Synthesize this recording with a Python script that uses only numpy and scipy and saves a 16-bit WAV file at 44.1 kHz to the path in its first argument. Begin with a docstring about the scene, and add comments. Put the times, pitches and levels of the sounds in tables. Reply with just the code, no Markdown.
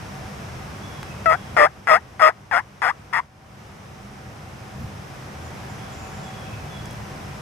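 """A wild turkey gobbles once in a field at the edge of a wood: seven short, loud yelps.
Each is a sum of harmonics that sags, flicks up again and is broken up by resonant slaps.
Behind it are close ticks, faint far calls from the wood, insects and hums made of narrow noise bands,
and rustling air and a low distant rumble made of filtered noise, heard on two microphones.
The recorder's gain control ducks under the gobble and slowly lets the background swell back."""
import sys
import numpy as np
from scipy import signal
from scipy.fft import rfft, irfft, next_fast_len
from scipy.io import wavfile
from scipy.ndimage import uniform_filter1d, minimum_filter1d

SR = 44100
rng = np.random.default_rng(int(sys.argv[2]) if len(sys.argv) > 2 else 0)


def int16_out(signal):
    """Quantize to a 16-bit WAV file."""
    q = np.round(np.clip(np.atleast_2d(signal).T, -1, 1) * 32767)
    wavfile.write(sys.argv[1], SR, q.astype(np.int16))


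N = 326781
TIME = np.arange(N) / SR
FREQS = np.maximum(np.arange(N // 2 + 1) * SR / N, 1)


def from_db(db):
    """Decibels to amplitude gain."""
    return 10 ** (np.asarray(db) / 20)


def rms_one(x):
    """Scale to unit rms."""
    return x / np.sqrt(np.mean(x ** 2) + 1e-20)


def at_hz(points, hz, axis=1):
    """Read one column of a spectrum, interpolated on a log-frequency axis."""
    points = np.array(points)
    return np.interp(np.log(hz), np.log(points[:, 0]), points[:, axis])


def colour(x, gain):
    """Filter by a gain per frequency."""
    return irfft(rfft(x) * gain, N)


def ring(x, spectrum):
    """Causal (minimum-phase) body with this spectrum: it rings only after it is struck."""
    size = 2048
    hz = np.maximum(np.arange(size // 2 + 1) * SR / size, 1)
    log_gain = np.log(from_db(at_hz(spectrum, hz)))
    # doubling the cepstrum's positive times makes the response causal
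    cepstrum = irfft(log_gain)[:size // 2]
    cepstrum[1:] *= 2
    response = irfft(np.exp(rfft(cepstrum, size)))
    return signal.fftconvolve(x, response)[:len(x)]


def above(x, edge_hz):
    """High-pass with a moving edge: fade between fixed filters a step apart."""
    step = 100  # Hz
    edges = step * np.arange(3, 13)
    edge_hz = np.clip(edge_hz, edges[0], edges[-1])
    shares = np.maximum(1 - np.abs(edge_hz - edges[:, None]) / step, 0)
    filters = [signal.butter(5, hz, "high", fs=SR, output="sos") for hz in edges]
    passed = [signal.sosfiltfilt(sos, x) for sos in filters]
    return np.sum(shares * passed, axis=0)


def drift(rate_hz, size):
    """Smooth chance with spread 1, cut from at least a second of low-passed noise."""
    length = next_fast_len(max(size, int(SR)))
    hz = np.arange(length // 2 + 1) * SR / length
    spectrum = rfft(rng.standard_normal(length)) / (1 + (hz / rate_hz) ** 4)
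    return rms_one(irfft(spectrum, length))[:size]


def evened(x):
    """Hold the level steady over a few slaps."""
    power = uniform_filter1d(x ** 2, size=440)
    return x / np.sqrt(power + 1e-3 * np.mean(x ** 2))


# How alike the field sounds at the two microphones. Each row: frequency in Hz, likeness from 0 to 1.
MICROPHONE_LIKENESS = [(60, 0.87), (180, 1), (550, 0.37), (1650, 0.076), (4970, 0.37), (15000, 0.81)]


def likeness(hz):
    """Similarity of the two channels at a frequency: a wave may reach both microphones much alike."""
    return np.clip(at_hz(MICROPHONE_LIKENESS, hz), 0, .99)


def stereo_noise(spectrum):
    """Noise of this spectrum, partly alike in the two channels; rms 1."""
    alike = likeness(FREQS)
    shape = from_db(at_hz(spectrum, FREQS))
    mid = colour(rng.standard_normal(N), shape * np.sqrt(1 + alike))
    side = colour(rng.standard_normal(N), shape * np.sqrt(1 - alike))
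    return rms_one(np.array([mid + side, mid - side]))


def narrow_noise(turn, width_hz, size):
    """Random slow swings of a cosine and a sine smear a tone into a narrow band."""
    in_phase = drift(width_hz / 2, size) * np.cos(turn)
    return in_phase + drift(width_hz / 2, size) * np.sin(turn)


def blurred_tone(hz, width_hz, size):
    """A tone (steady or gliding) smeared into a narrow band, partly alike in the two channels; rms 1."""
    turn = 2 * np.pi * np.cumsum(hz * np.ones(size)) / SR
    mid = narrow_noise(turn, width_hz, size)
    side = narrow_noise(turn, width_hz, size)
    alike = likeness(np.mean(hz))
    return rms_one(np.sqrt(1 + alike) * mid + np.sqrt(1 - alike) * side * [[1], [-1]])


SAG_S, FLICK_CURVE = .013, 2.5  # the pitch drops quickly, and rises ever faster at the end
HOLD_SHARE, FADE_CURVE = 0.47, 2.75  # the level holds up to this share of a yelp, then falls ever faster
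FLANK_RASP, CLEARING_CURVE = 0.77, 4.9  # rough while it swells and fades, clear at the very end
BREAK_S = 0.0073  # a clean tone breaks up this fast
OPENING_RASP, OPENING_S = 0.48, 0.0077  # every yelp opens with a scrape that dies away


def gesture(t, length, first_hz, lowest_hz, last_hz, flick_s, peak_db,
            swell_s, swell_db, fade_db, rasp, clean_s):
    """Pitch, level and rasp of a yelp: it swells as the pitch sags and fades as the pitch flicks up."""
    flick = np.clip(1 - (length - t) / flick_s, 0, 1) ** FLICK_CURVE
    sag = np.exp(-t / SAG_S)
    pitch = lowest_hz + (first_hz - lowest_hz) * sag + (last_hz - lowest_hz) * flick

    unopened = .5 + .5 * np.cos(np.pi * np.minimum(t / swell_s, 1))
    closing = np.clip((t / length - HOLD_SHARE) / (1 - HOLD_SHARE), 0, 1)
    level_db = peak_db - swell_db * unopened - fade_db * closing ** FADE_CURVE

    rough = rasp + (FLANK_RASP - rasp) * np.maximum(unopened, closing)
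    rough = rough * (1 - closing ** CLEARING_CURVE)
    broken = np.clip(1 + (t - clean_s) / BREAK_S, 0, 1)
    scrape = OPENING_RASP * np.exp(-t / OPENING_S)
    return pitch, level_db, np.clip(np.maximum(rough * broken, scrape), .03, .97)


# What the throat passes of the tone's harmonics. Each row: frequency in Hz, relative level in dB.
THROAT_RESPONSE = [(550, 1), (680, -8), (900, -11.5), (1230, 3.5), (1450, -4), (1720, -4.5), (1930, -11),
                   (2200, -17.5), (2600, -23.5), (3100, -32), (4200, -41)]
DULLING_DB = 5.5  # by a yelp's end each harmonic has lost this much more than the one below it


def throat_tone(t, length, pitch, cycles):
    """The syrinx's first six harmonics, weighted by the throat and duller as the yelp closes."""
    dulling_db = DULLING_DB * np.minimum(t / length, 1) ** CLEARING_CURVE
    tone = 0
    for k in range(1, 7):
        harmonic_db = at_hz(THROAT_RESPONSE, k * pitch) - dulling_db * (k - 5)
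        tone = tone + from_db(harmonic_db) * np.sin(2 * np.pi * k * cycles)
    return evened(tone)


# The ring of one slap of the syrinx. Each row: frequency in Hz, relative level in dB.
SLAP_RING = [(250, -24.5), (450, -5.5), (750, -1), (1250, 6.5), (1600, -3.5), (1950, 8), (2180, -2.5),
             (2400, -11), (3050, -28.5), (3350, -20), (3800, -37), (4650, -24.5), (5100, -24), (9000, -71)]


def syrinx_slaps(cycles, pitch, slap_cycles, rattle_db=-28, slap_db=1.5, below_pitch_hz=115):
    """Equal impulses as the syrinx slaps shut, with a fine rattle between them, ring the body."""
    size = len(cycles)
    at = np.searchsorted(cycles, slap_cycles)
    clicks = from_db(rattle_db) * rng.standard_normal(size)
    clicks[at[at < size]] -= 1
    # a tighter syrinx rings higher: little sounds far below the pitch
    ringing = above(ring(clicks, SLAP_RING), pitch - below_pitch_hz)
    return from_db(slap_db) * evened(ringing)


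# High resonances that rasp and effort wake. Each row: frequency in Hz, nominal width in Hz,
# level in dB before the rasp and effort scale it.
EDGE_RESONANCES = [(2610, 460, -18.5), (3343, 340, -21.5), (5160, 560, -20.5)]


def bright_edge(level_db, rasp, brightening=0.34, full_effort_db=14):
    """Narrow noise bands that strengthen in loud, rough stretches."""
    edge = 0
    for hz, width_hz, db in EDGE_RESONANCES:
        edge = edge + from_db(db) * blurred_tone(hz, width_hz, len(rasp))[0]
    return edge * np.sqrt(rasp) * from_db(brightening * (level_db - full_effort_db))


def yelp(start, length, shape, jitter=0.034, cycles_per_slap=3.8, slap_scatter=.17,
         pulsing=0.49, throb=0.38, throb_hz=190, fade_s=0.0011):
    """The syrinx sings a sagging tone and slaps shut about every four cycles: indices, sound, rasp."""
    size = int((length + .02) * SR)
    t = np.arange(size) / SR
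    pitch, level_db, rasp = gesture(t, length, *shape)
    shaken_hz = pitch * (1 + jitter * np.sqrt(rasp) * drift(300, size))
    cycles = np.cumsum(shaken_hz) / SR
    tone = throat_tone(t, length, pitch, cycles)

    # slaps come at uneven gaps
    gaps = cycles_per_slap * np.exp(slap_scatter * rng.standard_normal(80))
    slap_cycles = np.cumsum(gaps) - gaps[0] + .5
    slaps = syrinx_slaps(cycles, pitch, slap_cycles)

    # rough tone swells with each slap and throbs by chance: side bands between its harmonics
    swell = np.cos(2 * np.pi * np.interp(cycles, slap_cycles, np.arange(len(gaps))))
    tone = tone * (1 + rasp * (pulsing * swell + throb * drift(throb_hz, size)))
    voice = evened(np.sqrt(1 - rasp ** 2) * tone + rasp * slaps)
    voice = voice + bright_edge(level_db, rasp)
    gate = np.minimum(t / 0.00078, 1) * np.exp(-np.maximum(t - length, 0) / fade_s)
    return int(start * SR) + np.arange(size), voice * from_db(level_db) * gate, rasp


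# The yelps, before the recorder's gain control. Each row: start in seconds, length in seconds,
# first, lowest and last pitch in Hz, closing flick in seconds, peak level in dB, swell in seconds,
# swell in dB, fade in dB, rasp from 0 to 1 in mid-yelp, time until the tone has broken up in seconds.
YELP_GESTURES = [(1.258, 0.1, 695, 642, 803, 0.0422, -9, .02, 2, 11.5, 0.25, 0.038),
                 (1.566, 0.11, 762, 588.7, 855, 0.036, 3.3, 0.085, 12.5, 17.5, 0.27, 0.0052),
                 (1.8717, 0.12, 948.5, 620, 982, 0.071, 3, 0.058, 10, 32.5, 0.35, 0),
                 (2.1948, 0.12, 858, 621.7, 1157, 0.0333, 7, 0.046, 18.5, 31, 0.25, 0.00092),
                 (2.512, 0.1, 991, 676, 1085, .064, -2, 0.036, 5.5, 20, 0.47, 0.016),
                 (2.8187, 0.096, 949, 716.6, 1188, 0.044, -5, .03, 2, 5, 0.67, 0),
                 (3.128, 0.076, 1044, 880.4, 1070, 0.04, -7.5, 0.008, 10, 3.5, 0.87, 0.0021)]
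# Weak echoes from the ground and the trees. Each row: delay in seconds, level in dB.
FIELD_ECHOES = [(.014, -21.5), (.045, -37), (.11, -48)]
# The bird at the two microphones. Each row: frequency in Hz, left over right in dB,
# phase lead of the left in radians.
BIRD_AT_MICROPHONES = [(198, -5, -1.5), (613, 0, 1.72), (800, 5, 1.1), (1100, 6.5, 1.46), (1320, 16.5, 0.6),
                       (1610, 11.5, 0), (2020, 11, 0.5), (2730, 8, 1.14), (3400, 8.5, 1.44),
                       (5140, 4.5, 3.5)]
# Hiss that rides on the yelps. Each row: frequency in Hz, relative level in dB.
YELP_HISS = [(2500, -4), (5500, -1.5), (6800, 5.5), (8200, 1), (10400, 3.5), (11200, -12.5), (14000, -13),
             (15000, -28)]


def turkey(hiss_db=-30.5):
    """Yelps with weak echoes and hiss on their rough peaks; the voice mostly leads on the left."""
    voice, hiss_level = np.zeros((2, N))
    for start, length, *shape in YELP_GESTURES:
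        span, sound, rasp = yelp(start, length, shape)
        voice[span] += sound
        hiss_level[span] += from_db(hiss_db) * np.abs(sound) * np.sqrt(rasp)

    left = voice.copy()
    for delay, db in FIELD_ECHOES:
        left += from_db(db) * np.interp(TIME - delay, TIME, voice)
    right_gain = from_db(-at_hz(BIRD_AT_MICROPHONES, FREQS))
    right_lag = np.exp(-1j * at_hz(BIRD_AT_MICROPHONES, FREQS, axis=2))
    right = colour(left, right_gain * right_lag)
    return np.array([left, right]) + hiss_level * stereo_noise(YELP_HISS)


# Small dry ticks close by. Each row: start in seconds, peak level in dB, lowest Hz, highest Hz.
CLOSE_TICKS = [(1.0305, -17, 700, 1590), (6.8577, -29, 5500, 8000), (6.91, -32, 7500, 10500),
               (6.9302, -37, 9000, 13000)]


def ticks():
    """Each tick is a single impulse filtered into its own band, equal at both microphones."""
    out = np.zeros(N)
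    for s, db, low_hz, high_hz in CLOSE_TICKS:
        band = signal.butter(1, np.sort([low_hz, high_hz]), "band", fs=SR, output="sos")
        snap = signal.sosfilt(band, signal.unit_impulse(256))
        first = int(s * SR)
        out[first:first + len(snap)] += from_db(db) * snap / snap.max()
    return out


def far_call(start, length, db, hz, width_hz, fall_hz=0):
    """A distant call: a blurred tone that rises quickly, may glide down, and dies away."""
    out, first = np.zeros((2, N)), int(start * SR)
    size = min(int(length * SR), N - first)
    progress = np.linspace(0, 1, size)
    envelope = from_db(db) * np.sin(np.pi * np.sqrt(progress))
    out[:, first:first + size] = envelope * blurred_tone(hz - fall_hz * progress, width_hz, size)
    return out


# Far calls from the wood, with levels before the envelope and the lean to the right.
# A far bird's falling whistle. Each row: start in seconds, length in seconds, level in dB.
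FALLING_WHISTLES = [(0.816, .35, -50), (1.284, .28, -50), (5.784, .26, -54), (6.226, 0.42, -50),
                    (6.686, 0.33, -48)]
# A lower, level reply. Each row: start in seconds, length in seconds, level in dB.
LEVEL_REPLIES = [(1.05, 0.21, -50), (6.02, 0.15, -52), (6.45, .27, -48)]
# Thin high chirps. Each row: start in seconds, length in seconds, starting pitch in Hz, level in dB.
HIGH_CHIRPS = [(5.45, 0.05, 6950, -50.5), (5.688, 0.047, 7070, -52.5), (5.89, 0.34, 7200, -53.5),
               (6.124, 0.28, 7400, -55.5)]
# Far hoots on one note. Each row: start in seconds, length in seconds, level in dB.
FAR_HOOTS = [(3.847, 1, -49), (4.582, 0.43, -48.5), (5.783, 0.26, -44), (6.007, 0.2, -43),
             (6.152, 0.44, -45), (6.589, .17, -50)]
CHIRP_FALL_HZ_PER_S, CHIRP_SPREAD_HZ_PER_S = 900, 1900  # a longer chirp falls further and is wider


def far_calls(right_db=3.5):
    """Four kinds of blurred call from the wood, a little to the right."""
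    whistles = sum(far_call(*row, hz=3416, width_hz=116, fall_hz=170.3) for row in FALLING_WHISTLES)
    replies = sum(far_call(*row, hz=2570, width_hz=110) for row in LEVEL_REPLIES)
    hoots = sum(far_call(*row, hz=761, width_hz=12) for row in FAR_HOOTS)
    chirps = np.zeros((2, N))
    for s, length, hz, db in HIGH_CHIRPS:
        width_hz, fall_hz = CHIRP_SPREAD_HZ_PER_S * length, CHIRP_FALL_HZ_PER_S * length
        chirps += far_call(s, length, db, hz, width_hz, fall_hz)
    return (whistles + replies + chirps + hoots) * from_db([[-right_db], [0]])


# Steady far sounds: a low hum, a faint whine and two bands of insects.
# Each row: frequency in Hz, nominal width in Hz, mean level in dB.
FAR_DRONES = [(109.5, 18, -48.5), (199.2, 14.3, -49.5), (764, 30, -51), (5040, 440, -60.5),
              (5760, 1170, -57)]


def drones(lumpy_db):
    """Hum, whine and insects as narrow noise bands whose levels wander slightly."""
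    out = np.zeros((2, N))
    for hz, width_hz, db in FAR_DRONES:
        out += from_db(db + lumpy_db * drift(6, N)) * blurred_tone(hz, width_hz, N)
    return out


# A low hum that comes up near the end. Each row: time in seconds, level in dB.
HUM_LEVEL = [(6.25, -59), (6.5, -39.5), (6.95, -42), (7.41, -52)]


def late_hum():
    """A narrow low band follows a level drawn over time."""
    level_db = np.interp(TIME, *np.transpose(HUM_LEVEL))
    return from_db(level_db) * blurred_tone(110.8, 5.4, N)


# Rustling air over the field. Each row: frequency in Hz, relative level in dB per Hz.
AIR_SPECTRUM = [(60, -34), (250, -2), (600, 1), (1050, -0.5), (1300, -2), (2300, -7), (3000, -11.5),
                (4300, -17), (6500, -19.5), (10000, -25), (13000, -30), (15500, -40)]


def rustling_air(air_db=-39.0):
    """Steady broad noise, partly alike at the microphones."""
    return from_db(air_db) * stereo_noise(AIR_SPECTRUM)


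# Distant rumble. Each row: frequency in Hz, relative level in dB per Hz.
RUMBLE_SPECTRUM = [(20, -22), (35, -19), (50, -6.5), (80, 0.5), (115, -0.5), (145, 1.5), (172, -7.5),
                   (198, -3), (250, -12), (400, -18), (900, -49)]
GUST_S, GUST_LENGTH_S, GUST_DB = 4.83, 0.061, 9  # centre, spread and lift of one soft gust


def distant_rumble(lumpy_db, rumble_db=-37.5):
    """Low noise wanders slightly in level and is lifted once by a gust."""
    gust = np.exp(-((TIME - GUST_S) / GUST_LENGTH_S) ** 2)
    level_db = rumble_db + GUST_DB * gust + lumpy_db * drift(8.1, N)
    return from_db(level_db) * stereo_noise(RUMBLE_SPECTRUM)


# the background dips briefly, deepest just after the last yelp
DIP_S, DIP_FALL_S, DIP_RECOVERY_S, DIP_DB = 3.29, 0.11, 0.32, 8


def scene(lumpy_db=0.4):
    """The turkey over the field's background."""
    background = ticks() + far_calls() + drones(lumpy_db) + late_hum()
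    background = background + rustling_air() + distant_rumble(lumpy_db)
    dip = np.interp(TIME, [DIP_S - DIP_FALL_S, DIP_S, DIP_S + DIP_RECOVERY_S], [0, 1, 0])
    return turkey() + from_db(-DIP_DB * dip) * background


# SQUEEZE_SHARE is the share of any level over the threshold that is taken away
THRESHOLD_DB, SQUEEZE_SHARE, ATTACK_S, RELEASE_DB_PER_S = -11.5, 0.64, 0.0093, 3.5


def gain_control(x):
    """Loud sound turns the gain down quickly; it creeps back at a steady rate."""
    power = uniform_filter1d(np.max(x ** 2, axis=0), size=880)
    level_db = 10 * np.log10(np.maximum(power, 1e-12))
    wanted_db = SQUEEZE_SHARE * np.maximum(level_db - THRESHOLD_DB, 0)
    # the running maximum on a rising ramp lets the reduction fall only at the release rate
    ramp_db = RELEASE_DB_PER_S * TIME
    held_db = np.maximum.accumulate(wanted_db + ramp_db) - ramp_db
    keep = np.exp(-1 / (ATTACK_S * SR))
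    return x * from_db(-signal.lfilter([1 - keep], [1, -keep], held_db))


def record(dry, cutoff_hz=15500):
    """Gain control, then a fast limiter that holds the loudest peaks at full scale; the top is cut."""
    ducked = gain_control(dry)
    room_left = 1 / np.maximum(np.abs(ducked).max(axis=0), 1)
    gain = uniform_filter1d(minimum_filter1d(room_left, size=81), size=81)
    low_pass = signal.ellip(10, .1, 80, cutoff_hz, fs=SR, output="sos")
    return signal.sosfilt(low_pass, ducked * gain)


dry = scene()
out = record(dry)
int16_out(out)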